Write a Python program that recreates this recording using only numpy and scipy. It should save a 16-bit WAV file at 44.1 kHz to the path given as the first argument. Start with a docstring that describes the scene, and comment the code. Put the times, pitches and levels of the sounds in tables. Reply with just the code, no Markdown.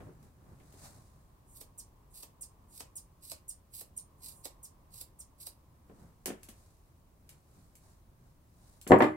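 """Long steel scissors rasp through a dog's beard in a small wood-lined room, each cut ending in a click.
The blades chirp as they open again; tools clink, sleeves and fur rustle, and at last a tool lands hard
on the hollow grooming table. Friction is coloured random grains, the chirp a falling tone, struck steel
and wood are sums of decaying modes, rubbing is noise that swells and fades; air and a dull drone lie beneath."""
import sys
import numpy as np
from scipy import signal
from scipy.fft import rfft, irfft, next_fast_len
from scipy.io import wavfile

SR = 44100
rng = np.random.default_rng(int(sys.argv[2]) if len(sys.argv) > 2 else 0)


def master_out(mix):
    """Clip the mix to full scale and print it as 16-bit PCM to the path in sys.argv[1]."""
    frames = np.transpose(np.atleast_2d(mix))
    ceiling = np.clip(frames, -1, 1)
    pcm = np.round(ceiling * 32767).astype(np.int16)
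    wavfile.write(sys.argv[1], SR, pcm)


N = 403956
TIME = np.arange(N) / SR

# Closing strokes: shut t/s, stroke length t/s, hair met before the shut t/s, time in the hair t/s,
# rasp level/dB, final shear level/dB, finger-stop tap level/dB, left-right level/dB, treble lift level/dB
CLOSING_STROKES = [(1.6130, .155, 0.052, 0.017, -55, -47.5, -49, -3, 5.5),
                   (2.232, 0.14, 0.085, 0.06, -56, -44, -47, -3.5, 1.5),
                   (2.8053, 0.13, 0.077, .058, -54, -40, -41, -4, -0.5),
                   (3.317, 0.11, 0.081, 0.064, -51.5, -36.5, -41, -3.5, 0.5),
                   (3.8122, .11, .070, 0.056, -50.5, -45, -48.5, -4.5, 5),
                   (4.4547, 0.29, 0.23, 0.097, -52, -36.5, -41.5, -4.5, -2.5),
                   (5.014, 0.11, .085, 0.087, -55.5, -40, -54, -4.5, 2),
                   (5.4705, .09, 0.067, 0.028, -51, -38, -49.5, -3.5, 3.5)]
# Opening strokes: squeak t/s, rasp level/dB, squeak level/dB, squeak f/Hz, left-right level/dB
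OPENING_STROKES = [(1.792, -46.5, -45, 8170, -3), (2.423, -46, -40.5, 8360, -4.5),
                   (2.969, -45, -40, 8810, -2.5), (3.4945, -46, -35.5, 8710, -3),
                   (3.9782, -48, -34, 8760, -3.5), (4.643, -48, -60, 8620, -2.5),
                   (5.203, -49.5, -47, 8300, -2.5)]
# Clinks of scissors and comb: t/s, tick level/dB, ring level/dB
STEEL_CLINKS = [(0.228, -61.5, -83), (0.7245, -57.5, -81), (6.2579, -29.5, -63), (6.4315, -47, -66),
                (6.4876, -45.5, -78), (7.2916, -49, -62), (7.7536, -54.5, -62), (8.8136, -49, -57),
                (8.8753, -39, -47), (8.9085, -60, -53), (8.9861, -49, -53), (9.0215, -45, -51)]
# The tool lands on the table top, hops and lands again: t/s, level/dB, first contact brightness f/Hz
TABLE_BLOWS = [(8.9000, -11, 220), (8.9080, -7.5, 470), (8.9190, -8.3, 1600), (9.0050, -14.5, 2140),
               (9.0215, -18, 3370)]
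# Padded bumps of paws, hands and tools on the table: t/s, level/dB, first contact brightness f/Hz
TABLE_BUMPS = [(0.004, -44, 1210), (0.070, -43.5, 580), (0.601, -56, 2120), (0.738, -57.5, 1500),
               (5.896, -48.5, 1000), (6.2585, -37, 2000), (6.279, -35, 1210), (6.303, -37.5, 1930),
               (6.486, -52.5, 3000), (8.867, -36, 2000)]
# Arm movements, and at 0.85 s an empty slide of the scissor blades:
# middle t/s, half length t/s, sleeve level/dB, fur or blade level/dB
RUBBING_MOVES = [(0.01, .1, -50.5, -70.5), (0.252, 0.048, -56.5, -74), (0.51, 0.12, -59, -83),
                 (0.86, .17, -56.5, -63.5), (0.85, 0.042, -78, -54), (6.012, 0.078, -55.5, -71.5),
                 (6.567, 0.18, -73, -69), (7.34, 0.043, -65, -72), (7.59, 0.1, -67, -71),
                 (7.882, 0.063, -73, -68), (8.27, 0.06, -64.5, -77), (8.692, 0.1, -68, -67.5)]
# Course of the dull drone, with a low rub of hair near 4.3 s: t/s, level/dB
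DRONE_AND_RUB = [(0, -78), (1.1, -68), (2.6, -66.5), (3.7, -73.5), (4.3, -64), (5.6, -70), (6.8, -72.5),
                 (9.2, -77)]

# Modes of the hollow table: f/Hz, level/dB, t60/s
TABLE_MODES = [(86, -25, .9), (115, -15, .55), (164, -18, .35), (216, -5, .45), (245, -5, .12),
               (290, -10, .25), (311, -3.5, .45), (376, -1.5, .42), (451, -4, .3), (527, -8, .25),
               (573, -7, .2), (602, -4, .22), (691, -3, .18), (749, 0, .17), (800, -6, .15),
               (1060, -6, .12), (1097, -5, .13), (1740, -9, .13), (2073, -14, .22)]
# Modes of the steel tools: f/Hz, level/dB, t60/s
STEEL_MODES = [(4328, -13, .35), (6190, -14, .3), (7620, 0, .24), (8430, -5, .17), (10050, -7, .35),
               (11660, -14, .2), (12720, -6, .2), (13040, -9, .12)]

# Relative power spectrum of the cracking and rattling table top: f/Hz, level/dB
BOARD_SPECTRUM = [(25, -32), (55, -17), (105, -11.5), (230, 2), (480, 0), (750, 1), (1120, 0.5),
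                  (1400, -9.5), (1850, -3), (2600, -13), (4000, -20), (8000, -25), (16000, -48)]
# Relative power spectrum of padded bumps: f/Hz, level/dB
THUMP_SPECTRUM = [(50, -17), (120, -14), (210, 6.5), (290, -3), (380, 0.5), (520, -3), (850, -15),
                  (2300, -9.5), (3500, -11), (16000, -61)]
# Relative power spectrum of hair being cut: f/Hz, level/dB
SHEAR_SPECTRUM = [(400, -32), (2000, -21), (2700, -16), (3300, -17), (3900, -4.5), (4600, -2.5), (5300, -5),
                  (6000, -10), (7300, -5), (8100, 1), (10200, -2), (12700, 1), (13700, -8), (15500, -8)]
# Relative power spectrum of bare edges sliding: f/Hz, level/dB
SLIDE_SPECTRUM = [(1000, -32), (4000, -43), (6200, -15), (7200, -4), (8000, -9.5), (8700, -1),
                  (10000, -2.5), (11200, -12), (12300, -4.5), (13500, -15.5), (16000, -17)]
# Relative power spectrum of the finger rings meeting: f/Hz, level/dB
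TAP_SPECTRUM = [(120, -16), (330, 1), (600, 5.5), (1000, -2), (1600, -11), (2600, -7), (4000, -9),
                (8000, -4.5), (16000, -44)]
# Relative power spectrum of a steel tick: f/Hz, level/dB
TICK_SPECTRUM = [(300, -12), (1400, -9), (2400, -4), (3700, -6), (6000, -3), (9000, 1), (12500, -1),
                 (15500, -8)]
# Relative power spectrum of brushed fur and the empty blade slide: f/Hz, level/dB
BRUSH_SPECTRUM = [(240, -38), (400, -35), (595, 2.5), (1360, -7.5), (2430, -13), (3210, -19), (3850, -8.5),
                  (5560, -9), (8530, -5), (15500, -18)]
# Relative power spectrum of a rubbed sleeve: f/Hz, level/dB
CLOTH_SPECTRUM = [(40, -11.5), (90, 3.5), (140, 4), (210, -3.5), (300, -9), (600, -15.5), (1100, -17),
                  (2000, -27.5), (5000, -54), (16000, -47)]
# Relative power spectrum of the room air: f/Hz, level/dB
AIR_SPECTRUM = [(13, -39), (22, -2), (76, 2), (168, -8.5), (203, -12.5), (371, -16.5), (475, -24.5),
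                (516, -19), (846, -24), (1140, -26), (1460, -31), (3820, -36.5), (6270, -37), (7190, -37.5),
                (15500, -34)]
# Relative power spectrum of the drone and the low rub: f/Hz, level/dB
DRONE_SPECTRUM = [(25, -9), (45, 13), (80, -7.5), (200, -8), (400, -8.5), (700, -11.5), (1080, -3.5),
                  (1400, -23), (2500, -28.5), (16000, -60)]

# Left-right likeness of diffuse sound: f/Hz, correlation
SIDE_CORRELATION = [(60, 0.95), (250, 0.87), (450, 0.67), (750, 0.13), (1400, 0), (3000, 0), (16000, 0)]
# Decay of the wood-lined room: f/Hz, t60/s
ROOM_DECAY = [(100, 0.25), (400, 0.15), (1500, 0.36), (4000, 0.19), (9000, 0.17), (16000, 0.12)]

SLIDE_DB = -63  # bare edges slide throughout the stroke, fastest in its middle
SETTLE_S = 0.015  # the blades come to rest just after the shut
# The rasp grows as hair bunches towards the tips
HAIR_ATTACK_S, HAIR_RELEASE_S, HAIR_SWELL_DB = 0.009, 0.0054, 3
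TUFTS_PER_S, TUFT_DB = 140, 4  # uneven thickness of the hair
BITE_S, STOP_S, TAP_S = 0.0061, 0.0023, 0.0067  # rise and fall of the final shear; decay of the tap
OPEN_LEAD_S = 0.0155  # the blades part this long before the squeak
# Chatter after each contact: mean gap, loss per rebound and share of brightness kept
REBOUND_S, REBOUND_LOSS_DB, REBOUND_DULLS = 0.018, 6, 0.78
REST_SLEEVE_DB, REST_BRUSH_DB = -71.5, -84.5  # between movements
AIR_DB = -62
CUTOFF_HZ = 15800


def closing():
    """Stick-slip friction: edges slide, rasp through hair, shear hardest at the tips; finger rings tap."""
    force, edges, taps = np.zeros((3, 2, N))
    t_tap = span(0.022)
    tufts = from_db(TUFT_DB * flicker(TUFTS_PER_S))
    for shut, stroke, lead, length, rasp_db, shear_db, tap_db, side_db, _ in CLOSING_STROKES:
        meet = shut - lead
        start, through = shut - stroke, meet + length
        t = start + span(shut + SETTLE_S - start)
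        depth = np.clip((t - meet) / length, 0, 1)
        attack = np.minimum(t - meet, 0) / HAIR_ATTACK_S
        release = np.maximum(t - through, 0) / HAIR_RELEASE_S
        in_hair = np.exp(attack - release)
        rasp = from_db(rasp_db + HAIR_SWELL_DB * (depth - 1.0)) * in_hair * np.interp(t, TIME, tufts)
        shear = from_db(shear_db) * np.exp(np.minimum(t - shut, 0) / BITE_S)
        stop = np.exp(-np.maximum(t - shut, 0) / STOP_S)
        speed = np.sin(np.linspace(0, np.pi, len(t)))
        add(force, start, np.hypot(rasp, shear) * stop * pan(side_db))
        add(edges, start, from_db(SLIDE_DB) * speed * pan(side_db))
        add(taps, shut, from_db(tap_db) * diffuse(len(t_tap)) * np.exp(-t_tap / TAP_S))
    hair = tint(force * friction(per_s=3200, size_db=3), SHEAR_SPECTRUM)
    steel = tint(edges * friction(per_s=14000, size_db=1.5), SLIDE_SPECTRUM)
    return off_axis(crisp(hair) + steel) + tint(taps, TAP_SPECTRUM)


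def opening(rise_s=0.0034, slide_s=0.032, squeak_s=0.002, glide_s=0.002, lead_db=-11, overshoot=0.4,
            sink_db=-5, sink_s=0.01, low_hz=4300):
    """Friction-driven resonance: as the crossing nears the pivot a squeak falls, flares, sinks to a scrape."""
    force, squeaks, scrapes = np.zeros((3, 2, N))
    t = span(0.089)
    u = t - OPEN_LEAD_S  # time from the squeak's peak
    for peak, rasp_db, squeak_db, hz, side_db in OPENING_STROKES:
        start = peak - OPEN_LEAD_S
        rasp = from_db(rasp_db) * (1 - np.exp(-t / rise_s)) * np.exp(-(t / slide_s) ** 4)
        pitch = hz * (1 + overshoot * (1 - np.tanh(u / glide_s + 2)) / 2)
        # a faint early swell during the glide, then the flare at the blade resonance
        flare = np.exp(-(u / squeak_s) ** 2 / 2) + from_db(lead_db) * np.exp(-(u / glide_s + 2) ** 2)
        jitter = np.cumsum(rng.normal(0, 0.049, len(t)))
        phase = 2 * np.pi * np.cumsum(pitch) / SR + jitter
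        squeak = from_db(squeak_db) * np.sqrt(2) * flare * np.sin(phase)
        sinking_hz = low_hz + (hz - low_hz) * np.exp(-np.maximum(u, 0) / sink_s)
        scrape = from_db(sink_db) * rasp * (u > 0) * swept(sinking_hz, width_hz=1680)
        add(force, start, rasp * pan(side_db))
        add(squeaks, start, squeak * pan(side_db))
        add(scrapes, start, scrape * pan(side_db))
    slide = tint(force * friction(per_s=7000, size_db=3), SLIDE_SPECTRUM)
    return off_axis(slide + scrapes), off_axis(squeaks)


def clinks(tick_s=0.0057):
    """Impact excitation: steel touching steel gives a short noisy tick and a thin modal ring."""
    ticks, rings = np.zeros((2, 2, N))
    t = span(0.44)
    for s, tick_db, ring_db in STEEL_CLINKS:
        add(ticks, s, from_db(tick_db) * rng.standard_normal((2, len(t))) * np.exp(-t / tick_s))
        steel = np.array([ringing(STEEL_MODES, t, spread_db=2) for side in range(2)])
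        add(rings, s, from_db(ring_db) * steel)
    return room(tint(ticks, TICK_SPECTRUM), wet_db=-0.5, gap_s=0.0037) + rings


def knocks(blows, spectrum, modes_db, rattle_t60, crack_db, count):
    """Contact filtering: crack, rattle and table modes, then duller rebounds; soft contacts lack highs."""
    out, t = np.zeros((2, N)), span(0.49)
    for s, db, bright_hz in blows:
        for k in range(count):
            rattle = diffuse(len(t)) * from_db(-60 * t / rattle_t60)
            crack = -from_db(crack_db) * (t == 0)
            body = tint(rattle + crack, spectrum)
            if k == 0:  # only the first contact rings the modes
                body = body + from_db(modes_db) * ringing(TABLE_MODES, t, spread_db=1)
            contact_hz = min(bright_hz * REBOUND_DULLS ** k, SR / 4)
            contact = signal.butter(2, contact_hz, fs=SR, output="sos")
            late = k * REBOUND_S * rng.uniform(0.85, 1.15)
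            add(out, s + late, from_db(db - k * REBOUND_LOSS_DB) * signal.sosfilt(contact, body))
    return out * pan(0.72)


def rustle(grain_db=1.5, scuff_db=2.05):
    """Rubbing noise follows speed: sleeve, brushed fur and an empty blade slide swell and fade."""
    sleeve, brush = from_db(REST_SLEEVE_DB), from_db(REST_BRUSH_DB)
    for s, half, sleeve_db, brush_db in RUBBING_MOVES:
        speed = (1 + ((TIME - s) / half) ** 2 / 2) ** -1.5
        sleeve = np.hypot(sleeve, from_db(sleeve_db) * speed)
        brush = np.hypot(brush, from_db(brush_db) * speed)
    grains = from_db(grain_db * flicker(per_s=240))
    scuffs = from_db(scuff_db * flicker(per_s=30))
    rubbed = sleeve * scuffs * tint(diffuse(N), CLOTH_SPECTRUM)
    brushed = brush * grains * tint(diffuse(N), BRUSH_SPECTRUM)
    return rubbed + brushed


def background():
    """Diffuse-field noise: steady room air, and a dull drone that also carries a low rub of hair."""
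    air = from_db(AIR_DB) * tint(diffuse(N), AIR_SPECTRUM)
    drone_and_rub = from_db(in_time(DRONE_AND_RUB)[0]) * tint(diffuse(N), DRONE_SPECTRUM)
    return air + drone_and_rub


def room(x, wet_db, gap_s, count=9):
    """Reverberation: dense reflections from wooden walls decay exponentially, at a rate set by band."""
    t = span(0.6)
    size = 2 * len(t)
    noise = rfft(diffuse(len(t)), size)
    centres = np.geomspace(62.5, 16000, count)
    hz, tail = np.fft.rfftfreq(size, 1 / SR), 0
    for centre, share in zip(centres, np.eye(count)):
        onset = np.clip(t / gap_s - 1, 0, 1)  # silent for one gap, full after two
        decay = from_db(-60 * t / at_hz(ROOM_DECAY, centre)) * onset
        band = irfft(noise * at_hz(np.c_[centres, share], hz))[:, :len(t)]
        tail = tail + band * decay / np.linalg.norm(decay)
    return x + from_db(wet_db) * convolve(x, tail)


def friction(per_s, size_db):
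    """Stick-slip as a random impulse train: tiny slips and snapping hairs of uneven size; rms 1."""
    slips = rng.random(N) < per_s / SR
    sizes = from_db(size_db * np.minimum(rng.exponential(1, N), 4))
    grains = slips * sizes * rng.choice([-1, 1], N)
    return grains / grains.std()


def swept(hz, width_hz):
    """Moving resonance: low-passed noise modulates a carrier of gliding frequency; rms about 1."""
    low_pass = signal.butter(2, width_hz / 2, fs=SR, output="sos")
    band = signal.sosfilt(low_pass, rng.standard_normal((2, len(hz))))
    phase = 2 * np.pi * np.cumsum(hz) / SR
    return (band[0] * np.cos(phase) + band[1] * np.sin(phase)) / band.std()


def crisp(hair, edge_hz=10500):
    """Spectral tilt: thin dry hair adds a treble lift that differs from cut to cut."""
    lift_db = in_time([(cut[0], cut[-1]) for cut in CLOSING_STROKES])[0]
    high_pass = signal.butter(2, edge_hz, "high", fs=SR, output="sos")
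    treble = signal.sosfiltfilt(high_pass, hair)
    return hair + (from_db(lift_db) - 1) * treble


def ringing(modes, t, spread_db):
    """Modal superposition: decaying sines whose strengths vary a little from hit to hit."""
    hz, db, t60 = np.transpose(modes)[:, :, None]
    signs = (-1) ** np.arange(len(modes))[:, None]
    strength = from_db(db + spread_db * rng.standard_normal(db.shape)) * signs
    partials = strength * from_db(-60 * t / t60) * np.sin(2 * np.pi * hz * t)
    return np.sum(partials, axis=0) / np.linalg.norm(from_db(db))


def flicker(per_s):
    """Random modulation: linearly joined normal values, with a spread of about 1 at the joints."""
    return np.interp(TIME * per_s, np.arange(4096), rng.standard_normal(4096))


def diffuse(size):
    """Diffuse field: stereo white noise whose left-right correlation depends on frequency."""
    padded = 2 * next_fast_len(size // 2 + 1)
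    mid, side = rfft(rng.standard_normal((2, padded)))
    alike = np.clip(at_hz(SIDE_CORRELATION, np.fft.rfftfreq(padded, 1 / SR)), -1, 1)
    both = np.sqrt(1 + alike) * mid + np.sqrt(1 - alike) * side * [[1], [-1]]
    return irfft(both)[:, :size] / np.sqrt(2)


def tint(x, spectrum, size=8192):
    """Minimum-phase filtering: causal colouring that keeps the power of white noise."""
    cepstrum = irfft(np.log(from_db(at_hz(spectrum, np.fft.rfftfreq(size, 1 / SR)))))
    # folding the cepstrum onto positive times makes the filter causal
    cepstrum[1:size // 2] *= 2
    cepstrum[size // 2 + 1:] = 0
    response = irfft(np.exp(rfft(cepstrum)))
    return convolve(x, response / np.linalg.norm(response))


def off_axis(x, order=16):
    """Interchannel delay: sound from the scissors reaches the left microphone some samples late."""
    return np.array([np.roll(x[0], order), x[1]])


def pan(db):
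    """Interchannel level difference: left and right gains."""
    return from_db(np.array([[db], [-db]]) / 2)


def convolve(x, response):
    """Linear-system response: pass a sound through an impulse response."""
    full = signal.fftconvolve(np.atleast_2d(x), np.atleast_2d(response), axes=-1)
    return full[:, :np.shape(x)[-1]]


def add(out, s, sound):
    """Superposition: mix a short sound in at a given time."""
    at = max(round(s * SR), 0)
    out[..., at:at + sound.shape[-1]] += sound[..., :N - at]


def span(seconds):
    """Uniform sampling: sample times of a short sound."""
    return np.arange(int(seconds * SR)) / SR


def in_time(rows):
    """Linear interpolation: each column of a curve at every sample."""
    s, *columns = np.transpose(rows)
    return [np.interp(TIME, s, c) for c in columns]


def at_hz(points, hz):
    """Interpolation of a table on a log-frequency axis."""
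    f, value = np.transpose(points)
    return np.interp(np.log(np.maximum(hz, 1)), np.log(f), value)


def from_db(db):
    """Logarithmic level: decibels to amplitude gain."""
    return 10 ** (np.asarray(db) / 20)


def scene():
    """Superposition of scissors, tools and table in the room, over rubbing, air and drone."""
    scrapes, squeaks = opening()
    scissors = room(closing() + scrapes, wet_db=-3, gap_s=0.0015)
    chirps = room(squeaks, wet_db=-5.5, gap_s=0.0037)  # beamed straight at the microphones, so drier
    blows = knocks(TABLE_BLOWS, BOARD_SPECTRUM, modes_db=-3.5, rattle_t60=0.082, crack_db=15.5, count=4)
    bumps = knocks(TABLE_BUMPS, THUMP_SPECTRUM, modes_db=-9, rattle_t60=0.092, crack_db=10, count=2)
    table = room(blows + bumps, wet_db=-8.0, gap_s=0.0085)
    return scissors + chirps + clinks() + table + rustle() + background()


def record(dry):
    """Band limitation: a steep elliptic low-pass cuts the top."""
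    return signal.sosfilt(signal.ellip(12, 0.1, 80, CUTOFF_HZ, fs=SR, output="sos"), dry)


dry = scene()
out = record(dry)
master_out(out)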